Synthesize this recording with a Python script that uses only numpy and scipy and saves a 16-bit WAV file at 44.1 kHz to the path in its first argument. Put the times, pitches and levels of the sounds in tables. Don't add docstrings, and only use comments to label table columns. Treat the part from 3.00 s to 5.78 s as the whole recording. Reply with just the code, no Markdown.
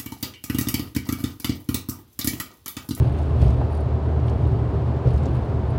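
import sys
import numpy as np
from scipy import signal
from scipy.fft import rfft, irfft, next_fast_len
from scipy.io import wavfile

SR = 44100
rng = np.random.default_rng(int(sys.argv[2]) if len(sys.argv) > 2 else 0)


def log_audio(samples):
    frames = np.atleast_2d(samples).T
    limited = np.clip(frames, -1, 1)
    pcm = np.round(limited * 32767).astype(np.int16)
    wavfile.write(sys.argv[1], SR, pcm)


N = 122598
T = np.arange(N) / SR

# (multiple of the firing rate, level re the fundamental [dB])
ENGINE_PARTIALS = [(1.5, -15), (2, -22), (5, -27.5)]
# (frequency [Hz], spectral density [dB per Hz])
ROAR_SPECTRUM = [(20, -77), (35, -67), (48, -56), (61, -45.5), (76, -44.5), (95, -48.5), (117, -40),
                 (145, -47.5), (175, -57.5), (225, -56), (255, -58.5), (290, -57), (340, -60.5), (380, -55),
                 (425, -58.5), (470, -62.5), (590, -64), (665, -62), (730, -65.5), (1000, -69.5),
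                 (1400, -78), (2000, -86), (3000, -91), (4500, -96.5), (6000, -105), (9300, -111),
                 (10500, -121), (15500, -118)]
# (time [s], level [dB])
SURFACE_COARSENESS = [(0, 9.5), (.2, -2.5), (.4, 3.5), (.6, 2.5), (0.748, -2.5), (.9, 0), (1.3, 0.5),
                      (1.55, 3), (1.9, -1), (2.2, 2), (2.38, 3), (2.55, 0.5)]
# (time [s], body ring level [dB], slow boom level [dB], tread slap level [dB], slap centre [Hz])
WHEEL_BUMPS = [(.423, -9.5, -17, -24.5, 610), (.453, -12, -13, -38, 540), (0.469, -16.5, -16.5, -31, 550),
               (0.486, -22, -17, -37, 500), (.613, -24, -37, -21.5, 600), (2.055, -10.5, -28, -25, 450),
               (2.071, -8, -20, -21, 430), (2.096, -18, -27.5, -46, 490), (2.129, -31, -10.5, -30, 600),
               (2.254, -28, -35, -24.5, 500), (2.269, -26, -36, -31.5, 410)]
# (frequency [Hz], level re the blow [dB], t60 [s])
BODY_MODES = [(120.3, 3.5, 0.077), (137, -13, 0.36), (264, -11, .08), (418, -12, .09), (500, -44, .08)]
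# (time [s], level [dB], centre [Hz], t60 [s])
TRIM_TICKS = [(0.186, -47, 5200, .025), (.228, -50, 6000, 0.042), (.416, -46, 5200, 0.07),
              (.423, -40, 3000, 0.034), (.452, -48, 4200, .035), (.465, -41, 3000, .025),
              (0.48, -39, 3800, 0.034), (.505, -46, 5200, 0.033), (.749, -50, 6500, .04),
              (.777, -53, 7500, 0.032), (1.198, -47, 3800, .03), (1.281, -35.5, 2350, 0.037),
              (1.2963, -41.5, 5030, 0.021), (1.452, -40, 2600, 0.025), (2.072, -42.5, 3940, 0.034),
              (2.087, -46, 4000, .035), (2.105, -38, 2920, .03), (2.135, -50, 8000, .035),
              (2.161, -52, 5470, 0.047), (2.177, -47, 5200, 0.039), (2.232, -50, 6200, .03),
              (2.255, -40, 5000, .05)]
# (frequency [Hz], gain [dB])
TICK_ROLL_OFF = [(9400, -3.5), (10300, -13.5), (15000, -14)]
# (time [s], level [dB], strongest, second partial [Hz])
TRIM_SQUEAKS = [(0.0575, -58, 9120), (0.1196, -54, 8680), (0.1845, -55, 8820), (0.2116, -56, 9110),
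                (0.411, -51, 9130), (0.4334, -53, 9200), (0.4594, -53, 9210), (0.4918, -56, 8880),
                (0.5671, -62.5, 8600), (0.6459, -60, 8860), (0.7053, -57, 9190), (0.7245, -53, 9170),
                (0.7453, -50, 9210), (0.7664, -53, 9100), (0.803, -52, 9080), (1.266, -57, 8900),
                (1.297, -56, 8790), (1.4706, -56.5, 8820), (1.5304, -63, 8900), (2.075, -68, 8880),
                (2.1036, -56, 9180), (2.14, -54, 8940), (2.3441, -56.5, 9140), (2.3645, -60, 8800),
                (2.383, -61, 8960), (2.4438, -61, 9260), (2.6993, -54.5, 9130)]
SQUEAK_PARTIALS = [-5.5, -5, -16]
# (time [s], level [dB])
TRIM_SHAKE = [(0.022, -58.5), (.2, -60), (0.388, -61.5), (.42, -52), (0.501, -56), (.62, -65), (.75, -64),
              (.87, -73.5), (1.15, -77.5), (1.278, -64.5), (1.601, -70), (2.04, -73.5), (2.08, -59),
              (2.301, -61.5), (2.55, -73.5)]
# (frequency [Hz], relative level [dB])
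RUSTLE_SPECTRUM = [(1000, -1), (2800, 5), (4500, -3.5), (6000, -11), (8200, -15), (9100, -7),
                   (10400, -21.5), (12500, -33), (13500, -18.5), (15500, -17)]

ENGINE_HZ, ENGINE_WANDER_HZ, ENGINE_DB, ENGINE_FADE_DB_PER_S = 76.55, .04, -22.5, 1.5
PARTIAL_FLUTTER_DB, PARTIAL_FLUTTER_HZ = 2.5, 8
SURFACE_BELOW_HZ, ROAR_RISE_DB_PER_S, ROAR_FLUTTER_DB = 350, 0.53, 0.5
BOOM_HZ, BOOM_T60_S, CONTACT_S = 67.6, 0.23, 0.0012
LOW_CUT_HZ = 46.6
SLAP_T60_S, SLAP_WIDTH_OCT = 0.075, 0.33
TICK_WIDTH_OCT, TICK_ATTACK_S = 0.5, 0.0007
SQUEAK_S, SQUEAK_SAG, SQUEAK_JITTER = .02, 0.0068, .006
RUSTLE_DB, RUSTLE_FOLLOWS, RUSTLE_FLUTTER_DB, RUSTLE_GRAINS_PER_S = -60.5, 0.78, 2, 3300
CUTOFF_HZ = 15700


def engine():
    firing_hz = ENGINE_HZ + ENGINE_WANDER_HZ * drift(0.77)
    phase = 2 * np.pi * np.cumsum(firing_hz) / SR
    tone = np.sin(phase)
    for multiple, db in ENGINE_PARTIALS:
        flutter_db = PARTIAL_FLUTTER_DB * drift(PARTIAL_FLUTTER_HZ)
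        tone += from_db(db + flutter_db) * np.sin(multiple * phase)
    return np.sqrt(2) * from_db(ENGINE_DB - ENGINE_FADE_DB_PER_S * T) * tone


def tyres():
    white = rng.standard_normal(N) * np.sqrt(SR / 2)
    roar = colour(white, ROAR_SPECTRUM)
    low_pass = signal.butter(2, SURFACE_BELOW_HZ, fs=SR, output="sos")
    bass = signal.sosfiltfilt(low_pass, roar)
    times, coarse_db = np.transpose(SURFACE_COARSENESS)
    upper_db = ROAR_RISE_DB_PER_S * T + ROAR_FLUTTER_DB * drift(21)
    return bass * from_db(np.interp(T, times, coarse_db)) + (roar - bass) * from_db(upper_db)


def joints():
    times, ring_db, boom_db, slap_db, slap_hz = np.transpose(WHEEL_BUMPS)
    blows, heaves = np.zeros((2, N))
    struck = (times * SR).astype(int)
    blows[struck] = from_db(ring_db)
    heaves[struck] = from_db(boom_db)
    body = ring(heaves, BOOM_HZ, BOOM_T60_S)
    for hz, db, t60 in BODY_MODES:
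        body += from_db(db) * ring(blows, hz, t60)

    soft = np.exp(-1 / (CONTACT_S * SR))
    softened = signal.lfilter([1 - soft], [1, -soft], body)
    low_cut = signal.butter(4, LOW_CUT_HZ, "high", fs=SR, output="sos")
    out = signal.sosfilt(low_cut, softened)
    for start, db, hz in zip(times, slap_db, slap_hz):
        out += from_db(db) * burst(start, CONTACT_S, SLAP_T60_S) * noise_band(hz, SLAP_WIDTH_OCT)
    return out


def trim_ticks():
    knocks = np.zeros(N)
    for start, db, hz, t60 in TRIM_TICKS:
        knocks += from_db(db) * burst(start, TICK_ATTACK_S, t60) * noise_band(hz, TICK_WIDTH_OCT)
    return colour(knocks, TICK_ROLL_OFF)


def trim_squeaks():
    out, jitter = np.zeros(N), SQUEAK_JITTER * drift(400)
    for time, db, hz in TRIM_SQUEAKS:
        span = np.abs(T - time - SQUEAK_S / 3) < SQUEAK_S / 2
        progress = np.linspace(0, 1, span.sum())
        pitch = 1 + SQUEAK_SAG * (.5 - progress) + jitter[span]
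        phase = 2 * np.pi * np.cumsum(hz / 2 * pitch) / SR
        envelope = np.sin(np.pi * progress) ** 2
        for number, partial_db in enumerate(SQUEAK_PARTIALS, 1):
            out[span] += envelope * from_db(db + partial_db) * np.sin(number * phase)
    return out


def trim_rustle():
    times, db = np.transpose(TRIM_SHAKE)
    shake_db = np.interp(T, times, db)
    contact = rng.random(N) < RUSTLE_GRAINS_PER_S / SR
    grains = contact * rng.standard_normal(N)
    level_db = RUSTLE_DB + RUSTLE_FOLLOWS * (shake_db - shake_db.mean())
    level_db += RUSTLE_FLUTTER_DB * drift(40)
    return from_db(level_db) * rms_one(colour(grains, RUSTLE_SPECTRUM))


def ring(clicks, hz, t60):
    radius, angle = np.exp(-np.log(1000) / (t60 * SR)), 2 * np.pi * hz / SR
    feedback = [1, -2 * radius * np.cos(angle), radius * radius]
    return signal.lfilter([0, np.sin(angle)], feedback, clicks + 1e-18)


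def burst(start, attack, t60):
    age = np.maximum(T - start, 0)
    decay = np.exp(-np.minimum(np.log(1000) * age / t60, 20))
    return (1 - np.exp(-age / attack)) * decay


def noise_band(hz, octaves):
    edges = np.clip([hz / 2 ** octaves, hz * 2 ** octaves], 10, CUTOFF_HZ)
    band = signal.butter(2, edges, "band", fs=SR, output="sos")
    return rms_one(signal.sosfilt(band, rng.standard_normal(N)))


def colour(x, spectrum):
    hz, db = np.transpose(spectrum)
    size = next_fast_len(N + 8192)
    bins = np.maximum(np.fft.rfftfreq(size, 1 / SR), 1)
    gain = from_db(np.interp(np.log(bins), np.log(hz), db))
    return irfft(rfft(x, size) * gain, size)[:N]


def drift(rate):
    pole = np.exp(-2 * np.pi * rate / SR)
    noise = rng.standard_normal(N + SR)
    return rms_one(signal.lfilter([1], [1, -2 * pole, pole * pole], noise)[SR:])


def rms_one(x):
    return x / np.sqrt(np.mean(x ** 2) + 1e-20)


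def from_db(db):
    return 10 ** (np.asarray(db) / 20)


def scene():
    road = engine() + tyres() + joints()
    trim = trim_rustle() + trim_ticks() + trim_squeaks()
    return (road + trim)[None]


def record(dry):
    return signal.sosfilt(signal.ellip(10, .1, 80, CUTOFF_HZ, fs=SR, output="sos"), dry)


dry = scene()
out = record(dry)
log_audio(out)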